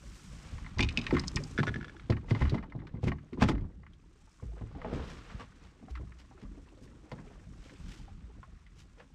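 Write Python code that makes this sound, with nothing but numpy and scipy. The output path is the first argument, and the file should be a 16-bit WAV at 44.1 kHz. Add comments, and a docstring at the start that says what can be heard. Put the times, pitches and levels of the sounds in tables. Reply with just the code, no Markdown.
"""A quiet marina, beside a floating dock. A pedal drive is folded and seated in a hollow plastic kayak:
metal parts clink, a catch ticks, the mount creaks by stick-slip, fittings clack and the hull thumps,
each through its own decaying modes. The paddler then stands and steps over the booming, air-filled
floats. Soles, straps and clothes rub as grainy noise; water laps and rings with trapped bubbles."""
import sys
import numpy as np
from scipy import signal
from scipy.fft import rfft, irfft, next_fast_len
from scipy.io import wavfile
from scipy.ndimage import uniform_filter1d

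SR = 44100
rng = np.random.default_rng(int(sys.argv[2]) if len(sys.argv) > 2 else 0)


def wav_out(sig):
    """Save sig, one row per channel (or a flat mono array), as 16-bit PCM at SR to the path in sys.argv[1]."""
    wavfile.write(sys.argv[1], SR, np.round(np.clip(np.atleast_2d(sig).T, -1, 1) * 32767).astype(np.int16))


N = 403074
HIT_TIME_S = np.arange(int(0.65 * SR)) / SR
TAP_TIME_S = np.arange(int(0.15 * SR)) / SR

# boat rocking: time_s, wash_db, rumble_db
ROCKING_CURVE = [(0.0, -61.5, -54.5), (0.33, -63.5, -52), (0.79, -65.5, -44.5), (0.99, -48, -43.5),
                 (1.2, -54, -43), (1.6, -48.5, -46.5), (2.09, -59, -52), (2.44, -43, -42),
                 (2.75, -57.5, -48), (3.36, -63.5, -52), (3.51, -40.5, -31), (3.84, -69.5, -59.5),
                 (4.35, -70, -63.5), (4.63, -58, -52.5), (5.01, -48.5, -45), (5.45, -65, -57),
                 (7.28, -59, -56), (8.4, -64, -51), (8.68, -69.5, -58), (9.14, -69.5, -57.5)]
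# soles and straps rubbing: time_s, level_db
RUB_CURVE = [(0.0, -64), (0.89, -59.5), (1.02, -52), (1.3, -59), (1.78, -60), (2.09, -65.5), (2.31, -71.5),
             (2.47, -51), (2.67, -75), (3.56, -71), (3.69, -77), (4.63, -69), (5.01, -52.5), (5.65, -69.5),
             (7.54, -71), (7.86, -64.5), (8.15, -68.5), (9.14, -73.5)]
# clothes rustling: time_s, level_db
CLOTH_CURVE = [(0.0, -68), (0.38, -65), (0.84, -73.5), (1.02, -70), (1.52, -64), (1.81, -75.5), (2.49, -84),
               (2.67, -91), (3.21, -84.5), (3.89, -87), (4.35, -74), (4.86, -83.5), (5.11, -73), (5.7, -79),
               (7.03, -78), (7.89, -73.5), (8.09, -80.5), (9.14, -80)]
# hull rumble spectrum: freq_hz, density_db
RUMBLE_SPECTRUM = [(20, -15), (32, 4), (52, 4), (80, -1), (110, -4.5), (180, -5), (260, -15), (450, -35)]
# water wash spectrum: freq_hz, density_db
WASH_SPECTRUM = [(150, -28), (270, 5), (400, -2), (600, -11.5), (950, -16.5), (1600, -24)]
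# sole and strap spectrum: freq_hz, density_db
RUB_SPECTRUM = [(650, -3.5), (900, -1), (1100, 5.5), (1400, 3.5), (2000, 0.5), (2700, -2.5), (3800, -5.5),
                (6000, -16)]
# cloth spectrum: freq_hz, density_db
CLOTH_SPECTRUM = [(2500, -6), (3600, -9), (4500, -8), (5600, -3), (7000, -5.5), (8400, -7), (9500, -16),
                  (11500, -24.5), (15000, -35)]
# sliding friction spectrum: freq_hz, density_db
SLIDE_SPECTRUM = [(200, -13), (480, 16.5), (600, 6), (870, 4), (1200, 2), (2200, -2), (3000, -3.5),
                  (4000, -8), (5300, -8), (8000, -14), (11000, -26.5), (15000, -31)]

# plops between hull and floats: start_s, level_db, pitch_hz
WATER_PLOPS = [(2.243, -47, 900), (2.639, -40, 870), (4.398, -49, 1100), (4.566, -48, 666),
               (4.75, -41, 797), (4.784, -43, 680), (5.299, -43, 1370), (5.397, -38.5, 1136),
               (5.415, -41, 1090), (5.883, -42, 753), (5.973, -39.5, 1330), (6.312, -47.5, 767),
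               (6.378, -49.5, 1320), (7.185, -43.5, 1005), (7.696, -46.5, 1710), (8.08, -44.5, 790),
               (8.43, -40, 1060), (8.665, -50.5, 2000), (8.999, -46.5, 1710)]
# steps on the floats: start_s, level_db, pitch_hz, t60_s
DOCK_STEPS = [(4.458, -37, 53.7, 0.71), (4.612, -30, 61, 0.084), (5.905, -36.5, 61.1, 0.94),
              (6.438, -43, 44, 0.79), (7.593, -39, 44.4, 0.15), (8.233, -46, 56.1, 0.46)]
# short slides of gear and soles: peak_s, level_db, fall_s, centre_hz
SLIDES = [(0.12, -64, 0.22, 14100), (0.47, -59, 0.25, 2660), (1.15, -46.5, 0.056, 1900),
          (2.312, -48.5, 0.02, 2820), (2.409, -48, 0.061, 2000), (2.551, -46, 0.015, 1500),
          (3.044, -49.5, 0.012, 3500), (3.078, -44.5, 0.014, 2500), (3.428, -26, 0.013, 1440),
          (3.491, -32, 0.011, 2360), (4.585, -52.5, 0.018, 796), (4.858, -50, 0.055, 594),
          (4.94, -44, 0.086, 596), (4.96, -53, 0.041, 3000), (5.099, -53.5, 0.071, 3500),
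          (5.309, -54.5, 0.054, 1850), (5.41, -49, 0.023, 1720), (5.649, -61, 0.06, 2520),
          (5.907, -59, 0.008, 6000), (6.2, -57, 0.013, 4500), (6.421, -58, 0.017, 2200),
          (6.838, -62.5, 0.016, 11230), (7.18, -59.5, 0.15, 980), (7.33, -63, 0.036, 1390),
          (7.67, -61, 0.09, 3370), (7.92, -57, 0.092, 5000), (8.799, -60.5, 0.028, 6600),
          (9.005, -53.5, 0.022, 1200)]
# hard plastic knocks: start_s, level_db, centre_hz, edge_re_level_db
PLASTIC_KNOCKS = [(0.581, -43, 1220, -15), (0.645, -43, 1450, -20), (0.663, -36, 1290, -16),
                  (0.792, -19.5, 2000, -11.5), (1.067, -27, 2330, -22), (1.108, -25, 1090, -14),
                  (1.148, -32, 1860, -20), (1.167, -21, 1430, -17), (1.183, -32, 1840, -9),
                  (1.237, -35, 1010, -9), (1.37, -26, 1720, -24), (1.631, -23.5, 907, -10.5),
                  (2.101, -32.5, 1070, -1.5), (2.122, -30, 2070, -22), (2.284, -43, 864, -25),
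                  (2.308, -28, 1050, -8.5), (2.349, -28.5, 888, -13), (2.419, -26, 2070, -21),
                  (2.452, -32, 1510, -25), (2.495, -42, 1880, 8), (2.545, -31, 802, -15.5),
                  (2.581, -36, 1370, -26), (2.627, -41, 853, -17.5), (2.722, -39, 1050, -25),
                  (2.818, -49.5, 961, -35), (2.87, -43.5, 1410, -7.5), (3.081, -28.5, 2100, -26),
                  (3.118, -27, 985, -26), (3.184, -48.5, 2020, -20), (3.331, -44, 1980, -7),
                  (3.421, -24.5, 850, -7), (3.486, -23, 1110, -19), (3.511, -35.5, 1070, -27),
                  (3.833, -49.5, 1070, -30), (3.865, -45, 1900, -36), (4.816, -36.5, 1100, -27),
                  (4.845, -41, 934, -33), (5.953, -37.5, 2190, -11), (6.12, -47.5, 1950, -25),
                  (7.116, -36.5, 1160, -9)]
# stick-slip runs of the mount: start_s, slip_count, gap_s
SLIP_RUNS = [(1.5778, 4, 0.0076), (1.6686, 5, 0.0058), (1.7414, 2, 0.018), (1.8108, 3, 0.017),
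             (1.8816, 2, 0.014), (1.9659, 2, 0.031)]
# catch contacts: start_s, level_db, centre_hz
CATCH_HITS = [(0.9243, -47, 4850), (1.1955, -25, 4680), (1.2736, -37, 5450), (1.28, -23.5, 5390),
              (1.3588, -24, 5240), (1.4371, -34, 4960)]
# metal contacts in the drive: start_s, level_db, centre_hz
METAL_HITS = [(0.7846, -24, 4630), (0.792, -22, 2500), (0.8057, -10.5, 2560), (0.8268, -13.5, 2540),
              (0.8325, -14.5, 2570), (0.8881, -19, 2680), (0.9734, -9, 2700), (1.014, -27, 4200),
              (1.041, -33, 3360), (1.066, -20.5, 2320), (1.366, -21.5, 2340)]
# blows on the hull: start_s, level_db, pitch_hz, boom_re_level_db, rap_re_level_db, rap_hz
HULL_BLOWS = [(0.523, -35, 92, 5.5, -26, 500), (0.774, -26, 100, -1, -17, 990),
              (0.796, -23, 285, -6, -6.5, 810), (0.827, -24.5, 135, 1, -9, 1030),
              (0.978, -27, 248, -18, -19, 1020), (1.126, -16.5, 266, -12, -29, 456),
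              (1.166, -33, 135, -3, -15, 1030), (1.351, -26.5, 145, -3, -28, 480),
              (1.586, -19.5, 153, -25, -14, 530), (1.674, -27.5, 160, -2.5, -9.5, 494),
              (1.757, -28.5, 151, -11, -18, 595), (2.097, -16.5, 135, -8, -9, 504),
              (2.31, -15.5, 114, -30, -23, 540), (2.411, -20.5, 123, 3, -10, 800),
              (2.45, -27, 110, -1, -19, 870), (2.52, -19.5, 116, -18, -26, 496),
              (2.543, -25, 200, -21, -5.5, 660), (2.75, -29.5, 123, -18, -16, 705),
              (2.94, -31.5, 151, -27, -16, 750), (3.031, -23.5, 112, -6, -8.5, 490),
              (3.07, -23, 220, -2, -14, 510), (3.324, -32, 296, -7.5, -22, 455),
              (3.374, -30.5, 219, -3, -9, 440), (3.42, -15, 215, -6, -4, 765),
              (3.488, -21, 370, -4.5, -5, 690), (4.424, -37, 122, 1, -8, 487),
              (4.611, -32, 110, -6, -12, 690), (4.847, -37.5, 200, -10, 9, 615),
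              (4.927, -28.5, 200, -2, -2, 463), (5.399, -45.5, 218, -15, -24, 1120),
              (5.825, -43, 231, -21, -10, 630), (5.998, -37.5, 110, -3, -15, 450),
              (6.425, -39.5, 270, -6, -15, 835), (6.814, -47.5, 200, -7, -9, 450),
              (7.119, -36, 170, -16, 0.5, 493), (7.186, -43.5, 225, -12, -14, 1010)]

# plastic fitting modes: freq_hz, level_db, t60_s
FITTING_MODES = [(919, -6.5, 0.05), (1043, -3.5, 0.047), (1121, -2.5, 0.048), (1280, -1.5, 0.032),
                 (1480, -10.5, 0.036), (1658, -8, 0.033), (1856, 0, 0.039), (1980, -18, 0.043),
                 (2062, 6, 0.024), (2316, 4, 0.013), (2923, -7, 0.028)]
# mount modes: freq_hz, level_db, t60_s
MOUNT_MODES = [(1446, 12.5, 0.015), (1707, 8, 0.032), (1880, -5, 0.022), (2140, 11.5, 0.0066),
               (3140, -11, 0.022), (3450, -3, 0.017), (5100, -14, 0.017), (5750, -17, .02)]
# catch modes: freq_hz, level_db, t60_s
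CATCH_MODES = [(4100, -2.5, 0.011), (4890, 2.5, 0.015), (5290, 1.5, 0.022), (6430, -4, 0.015),
               (6840, -18, 0.023), (8440, -10, 0.028)]
# drive metal modes: freq_hz, level_db, t60_s
METAL_MODES = [(2220, -8.5, 0.069), (2380, -16, .035), (2445, -1, 0.055), (2450, -1, 0.032),
               (2566, 3.5, 0.044), (2720, -6, 0.04), (2930, 2, 0.026), (3420, -16, 0.033),
               (3490, -17, 0.029), (3690, -8, 0.02), (3695, -1.5, 0.035), (4050, 1, 0.015),
               (5020, -8, 0.024), (4910, 1.5, 0.031), (5680, -10.5, 0.073), (6200, -7, 0.046),
               (6560, -6.5, 0.018), (8500, -28.5, .03)]
# hull shell modes: freq_hz, level_db, t60_s
HULL_MODES = [(35.6, -6, 0.36), (63.7, -1.5, 0.18), (73.2, -4.5, 0.73), (108.6, 2.5, 0.5),
              (133.6, -3, 0.44), (150.2, -6.5, 0.98), (184.9, -8.5, 0.69), (204.4, -1, 0.54),
              (233.1, 4, .3), (262, 0.5, 0.37), (286.2, -6, 0.69), (312.4, -2.5, 0.26), (357, -5, 0.28),
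              (410, -10, 0.2), (452.9, -7.5, 0.11), (501.5, 2, .11), (649, 1.5, 0.085), (730, -3, 0.13),
              (798, -5.5, 0.11), (854, 0.5, 0.14), (1009, 3.5, 0.093)]
# limits of the hull's boom, body, knock and rap bands: edge_hz
HULL_BAND_EDGES_HZ = [20, 90, 190, 450, 1200]


def from_db(db):
    """Decibels to gain."""
    return 10 ** (np.asarray(db) / 20)


def unit_rms(x):
    """Scale to rms 1."""
    return x / np.sqrt(np.mean(x ** 2) + 1e-20)


def unit_crest(x, window_samples=176):
    """Scale the loudest window to rms 1."""
    power = uniform_filter1d(x ** 2, window_samples, mode="constant")
    return x / np.sqrt(power.max() + 1e-20)


def fade(t, t60_s):
    """Exponential decay, 60 dB in t60_s."""
    return np.exp(-np.log(1000) * t / max(t60_s, 1e-3))


def press(t, rise_s):
    """Contact force build-up."""
    return 1 - np.exp(-t / rise_s)


def add(out, start_s, x):
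    """Mix x into out at start_s."""
    i = max(round(start_s * SR), 0)
    out[i:i + len(x)] += x[:max(N - i, 0)]


def per_sample(curve):
    """Columns of a control curve at every sample."""
    time_s, *columns = np.transpose(curve)
    return [np.interp(np.arange(N) / SR, time_s, column) for column in columns]


def band(x, low_hz, high_hz):
    """Causal band-pass."""
    return signal.sosfilt(signal.butter(2, [low_hz, high_hz], "band", fs=SR, output="sos"), x)


def burst(t, t60_s, low_hz, high_hz):
    """Decaying band noise."""
    return band(rng.standard_normal(len(t)) * fade(t, t60_s), low_hz, high_hz)


def coloured(x, spectrum):
    """Shape x to a spectrum, 24 dB/octave down beyond its ends; rms 1."""
    size = next_fast_len(len(x))
    hz, db = np.transpose(spectrum)
    log_hz = np.log(np.arange(size // 2 + 1) * SR / size + 1)
    outside = np.maximum(np.log(hz[0]) - log_hz, 0) + np.maximum(log_hz - np.log(hz[-1]), 0)
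    gain = from_db(np.interp(log_hz, np.log(hz), db)) * np.exp(-4 * outside)
    return unit_rms(irfft(rfft(x, size) * gain, size)[:len(x)])


def grains(samples, per_s, spread_db):
    """Noise of tiny uneven contacts; power independent of spread."""
    index = np.arange(samples)
    strength = np.interp(index * per_s / SR, index, rng.standard_normal(samples))
    expected_rms = np.exp(np.log(from_db(spread_db)) ** 2 * 2 / 3)
    return rng.standard_normal(samples) * from_db(spread_db * strength) / expected_rms


def mode_shapes(modes, t):
    """Mode frequencies and one decaying sine per mode."""
    shapes = [from_db(db) * np.sin(2 * np.pi * hz * t) * fade(t, t60_s) for hz, db, t60_s in modes]
    return np.array(modes)[:, 0], np.array(shapes)


def favour(hz, centre_hz, focus_db):
    """Drive from a contact: 1 at its centre, focus_db less an octave away."""
    return from_db(-focus_db * np.log2(hz / centre_hz) ** 2)


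def strike(weights, spread_db=3.0):
    """Random strength and sign per mode."""
    strength = from_db(spread_db * rng.standard_normal(len(weights)))
    return weights * strength * rng.choice([-1, 1], len(weights))


def taps(hits, modes, gain_db, focus_db, crack_db, crack_t60_s, crack_band_hz, contact_s, detune):
    """Small hard contacts: a brief crack plus the part's modes."""
    out, t = np.zeros(N), TAP_TIME_S
    mode_hz, shapes = mode_shapes(modes, t)
    for start_s, level_db, centre_hz in hits:
        ring = unit_crest(strike(favour(mode_hz, centre_hz, focus_db)) @ shapes)
        # each tap rings at a slightly different, random pitch
        ring = np.interp(t * (1 + detune * rng.standard_normal()), t, ring)
        crack = from_db(crack_db) * unit_crest(burst(t, crack_t60_s, *crack_band_hz))
        tap = unit_crest((ring + crack) * press(t, contact_s))
        add(out, start_s, from_db(level_db + gain_db) * tap)
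    return out


def bubble(hz, t60_cycles, rise_per_s):
    """A trapped bubble rings and rises in pitch."""
    t = TAP_TIME_S
    return np.sin(2 * np.pi * hz * t * (1 + rise_per_s * t / 2)) * fade(t, t60_cycles / hz)


def bubble_stream(per_s, t60_cycles, low_hz, high_hz, spread_db, tilt_db_per_octave):
    """Bubbles of random time, size and strength; rms 1."""
    out = np.zeros(N)
    gaps, sizes, strengths = rng.random((700, 3)).T
    for start_s, size, strength in zip(np.cumsum(-np.log(gaps)) / per_s, sizes, strengths):
        hz = low_hz * (high_hz / low_hz) ** size
        level_db = tilt_db_per_octave * np.log2(hz / low_hz) - spread_db * np.log(max(strength, 0.05))
        ring = bubble(hz, t60_cycles, rise_per_s=0.89) * press(TAP_TIME_S, 1 / hz)
        add(out, start_s, from_db(level_db) * ring)
    return unit_rms(out)


def with_marina_scatter(x, wet_db=-27.0, t60_s=0.26, delay_s=0.004):
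    """Add faint dull scatter from floats, bank and moored boats."""
    t = HIT_TIME_S
    scatter = band(rng.standard_normal(len(t)), 81, 4600) * fade(t, t60_s) * (t > delay_s)
    return x + from_db(wet_db) * signal.fftconvolve(x, scatter / np.linalg.norm(scatter))[:N]


def fizz(level_db=-86.0):
    """The smallest bubbles burst with faint ticks."""
    return from_db(level_db) * bubble_stream(per_s=20.0, t60_cycles=39.0, low_hz=1800, high_hz=8600,
                                             spread_db=4.0, tilt_db_per_octave=-1.5)


def clothes_rustle(gain_db=1.5):
    """Cloth rubs in fine grains."""
    level_db, = per_sample(CLOTH_CURVE)
    return from_db(level_db + gain_db) * coloured(grains(N, per_s=230, spread_db=2.6), CLOTH_SPECTRUM)


def sole_and_strap_rub(gain_db=-1.5):
    """Harder rubbing catches more and turns gritty."""
    level_db, = per_sample(RUB_CURVE)
    grit_db = np.interp(level_db, [-62, -48], [2.0, 4.5])
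    return from_db(level_db + gain_db) * coloured(grains(N, per_s=330, spread_db=grit_db), RUB_SPECTRUM)


def hull_rumble(gain_db=2.5):
    """The rocking hull rumbles on the water."""
    _, rumble_db = per_sample(ROCKING_CURVE)
    return from_db(rumble_db + gain_db) * coloured(grains(N, per_s=20, spread_db=4.5), RUMBLE_SPECTRUM)


def slosh_envelope(gain_db=-18, rise_s=0.05, t60_s=0.24):
    """Water swells and settles after each hull blow."""
    power = np.zeros(N)
    swell = press(HIT_TIME_S, rise_s) * fade(HIT_TIME_S, t60_s)
    for start_s, level_db, *_ in HULL_BLOWS:
        add(power, start_s, (from_db(level_db + gain_db) * swell) ** 2)
    return np.sqrt(power)


def lapping_water(lap_db=4.0, foam_db=-7.5, gurgle_db=-9.5):
    """Foam and gurgles, driven by rocking and slosh."""
    wash_db, _ = per_sample(ROCKING_CURVE)
    envelope = np.hypot(from_db(wash_db + lap_db), slosh_envelope())
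    foam = coloured(grains(N, per_s=95, spread_db=5.5), WASH_SPECTRUM)
    gurgle = bubble_stream(per_s=45.0, t60_cycles=33.0, low_hz=230, high_hz=1300,
                           spread_db=4.5, tilt_db_per_octave=-3.0)
    return envelope * (from_db(foam_db) * foam + from_db(gurgle_db) * gurgle)


def drips(count=40, per_s=3.3, level_db=-55, centre_hz=1474, spread_octaves=0.6):
    """Faint random plops, as WATER_PLOPS rows."""
    starts_s = np.cumsum(rng.exponential(1 / per_s, count))
    octaves = spread_octaves * np.clip(rng.standard_normal(count), -2, 2)
    return [(start_s, level_db, centre_hz * 2 ** octave) for start_s, octave in zip(starts_s, octaves)]


def water_plops(gain_db=-8.5, splash_db=-2.0, splash_t60_s=0.068):
    """Each plop: one bubble inside a small splash."""
    out = np.zeros(N)
    for start_s, level_db, hz in WATER_PLOPS + drips():
        ring = unit_crest(bubble(hz, t60_cycles=59.0, rise_per_s=1.3))
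        splash = from_db(splash_db) * unit_crest(burst(TAP_TIME_S, splash_t60_s, hz / 1.52, hz * 1.5))
        add(out, start_s, from_db(level_db + gain_db) * unit_crest(ring + splash))
    return out


def scuffs(focus_db=1.7, rise_to_fall=0.79):
    """Gritty friction swells as a part slides home and dies as it stops."""
    out = np.zeros(N)
    t = HIT_TIME_S - TAP_TIME_S[-1]   # zero at the peak
    for peak_s, level_db, fall_s, centre_hz in SLIDES:
        spectrum = [(hz, db - focus_db * np.log2(hz / centre_hz) ** 2) for hz, db in SLIDE_SPECTRUM]
        swell = np.exp(-np.abs(t) / np.where(t < 0, rise_to_fall * fall_s, fall_s))
        grit = coloured(grains(len(t), per_s=380, spread_db=3.0), spectrum)
        add(out, peak_s + t[0], from_db(level_db) * swell * grit)
    return out


def dock_booms(gain_db=4.0, contact_s=0.0059):
    """A soft sole sets an air-filled float booming."""
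    out, t = np.zeros(N), HIT_TIME_S
    for start_s, level_db, hz, t60_s in DOCK_STEPS:
        boom = np.sin(2 * np.pi * hz * t) * fade(t, t60_s) * press(t, contact_s)
        add(out, start_s, from_db(level_db + gain_db) * boom)
    return out


def rattles(gain_db=-21.5, within_s=0.1, centre_hz=1340, spread_octaves=0.19, edge_db=-16.5):
    """Loose fittings knock twice after each hull blow, as PLASTIC_KNOCKS rows."""
    knocks = []
    for blow_s, level_db, *_ in HULL_BLOWS:
        for _ in range(2):
            start_s = blow_s + within_s * rng.random()
            hz = centre_hz * 2 ** (spread_octaves * rng.standard_normal())
            knocks.append((start_s, level_db + gain_db, hz, edge_db))
    return knocks


def plastic_clacks(knock_db=-8.0, chatter_db=-5.5, snap_db=-10.0, contact_s=0.00069):
    """Plastic on plastic: fittings ring, faces chatter, a hard edge snaps."""
    out, t = np.zeros(N), TAP_TIME_S
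    mode_hz, shapes = mode_shapes(FITTING_MODES, t)
    for start_s, level_db, centre_hz, edge_db in PLASTIC_KNOCKS + rattles():
        ring = unit_crest(strike(favour(mode_hz, centre_hz, focus_db=1.0)) @ shapes)
        chatter = unit_crest(burst(t, t60_s=0.064, low_hz=centre_hz / 1.63, high_hz=centre_hz * 1.18))
        snap = unit_crest(burst(t, t60_s=0.059, low_hz=2800, high_hz=4750))
        knock = unit_crest((ring + from_db(chatter_db) * chatter) * press(t, contact_s))
        clack = from_db(knock_db) * knock + from_db(edge_db + snap_db) * snap
        add(out, start_s, from_db(level_db) * clack)
    return out


def mount_creak(first_db=-20, fade_db_per_s=53.5, spread_db=2.0, centre_hz=1600):
    """Stick-slip as the drive swings down; slips weaken as the load comes off."""
    starts_s = [run_s + k * gap_s for run_s, count, gap_s in SLIP_RUNS for k in range(count)]
    slips = []
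    for start_s in starts_s:
        level_db = first_db - fade_db_per_s * (start_s - starts_s[0])
        slips.append((start_s, level_db + spread_db * rng.standard_normal(), centre_hz))
    return taps(slips, MOUNT_MODES, gain_db=-10.0, focus_db=-1.5, crack_db=-17.0, crack_t60_s=0.049,
                crack_band_hz=(1200, 3720), contact_s=0.00051, detune=0.008)


def catch_ticks():
    """A small catch rings high and briefly."""
    return taps(CATCH_HITS, CATCH_MODES, gain_db=-9.0, focus_db=4.0, crack_db=-4.0, crack_t60_s=0.023,
                crack_band_hz=(3900, 6930), contact_s=0.00032, detune=0.02)


def drive_clinks(bounce_s=0.016, bounce_loss_db=14, jitter=0.23):
    """Metal parts meet and bounce twice, ever weaker."""
    hits = []
    for start_s, level_db, centre_hz in METAL_HITS:
        for k in range(3):
            delay_s = k * bounce_s * (1 + jitter * rng.uniform(-1.1, 1))
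            hits.append((start_s + delay_s, level_db - k * bounce_loss_db, centre_hz))
    return taps(hits, METAL_MODES, gain_db=-15.0, focus_db=8.5, crack_db=-5.5, crack_t60_s=0.026,
                crack_band_hz=(1800, 4800), contact_s=0.00041, detune=0.022)


def hull_thumps(gain_db=-8.0, loose_db=-12.0, loose_t60_s=0.15, dent_cycles=0.6, drive_floor=0.34):
    """The hollow shell rings in four bands, weighted by where and how hard it is struck."""
    out, t = np.zeros(N), HIT_TIME_S
    mode_hz, shapes = mode_shapes(HULL_MODES, t)
    for start_s, level_db, pitch_hz, boom_db, rap_db, rap_hz in HULL_BLOWS:
        low_drive = favour(mode_hz, pitch_hz, focus_db=34.5)
        rap_drive = 2 * favour(mode_hz, rap_hz, focus_db=49.5)
        mode_gains = strike(drive_floor + low_drive + rap_drive)
        # heavier blows are held down more firmly: t60 halves per 21 dB
        damping = fade(t, t60_s=0.92 * 2 ** ((-29.5 - level_db) / 21))
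        shares = [from_db(boom_db),
                  favour(128, pitch_hz, focus_db=5.0),   # body
                  favour(280, pitch_hz, focus_db=5.0),   # knock
                  from_db(rap_db - 4.0)]
        for low_hz, high_hz, share in zip(HULL_BAND_EDGES_HZ, HULL_BAND_EDGES_HZ[1:], shares):
            in_band = (mode_hz >= low_hz) & (mode_hz < high_hz)
            ring = unit_rms((mode_gains * in_band) @ shapes)
            loose_gear = from_db(loose_db) * unit_rms(burst(t, loose_t60_s, low_hz, high_hz))
            dent = press(t, dent_cycles / high_hz)   # the wall dents slowly: low bands build later
            thump = unit_crest(damping * dent * (ring + loose_gear), window_samples=1300)
            add(out, start_s, from_db(level_db + gain_db) * share * thump)
    return out


def scene(drive_top_hz=8500):
    """Contacts in open air over a bed of water and rubbing; mono."""
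    # low-pass softens the top treble of the clinks, ticks and creak
    low_pass = signal.butter(4, drive_top_hz, fs=SR, output="sos")
    drive = signal.sosfilt(low_pass, drive_clinks() + catch_ticks() + mount_creak())
    contacts = hull_thumps() + drive + plastic_clacks() + scuffs() + dock_booms() + water_plops()
    bed = hull_rumble() + lapping_water() + sole_and_strap_rub() + clothes_rustle() + fizz()
    return (with_marina_scatter(contacts) + bed)[None]


def record(dry):
    """High-pass at 20 Hz; stopband from 16.2 kHz."""
    dry = signal.sosfilt(signal.butter(2, 20, "high", fs=SR, output="sos"), dry)
    return signal.sosfilt(signal.cheby2(12, 70, 16200, fs=SR, output="sos"), dry)


dry = scene()
out = record(dry)
wav_out(out)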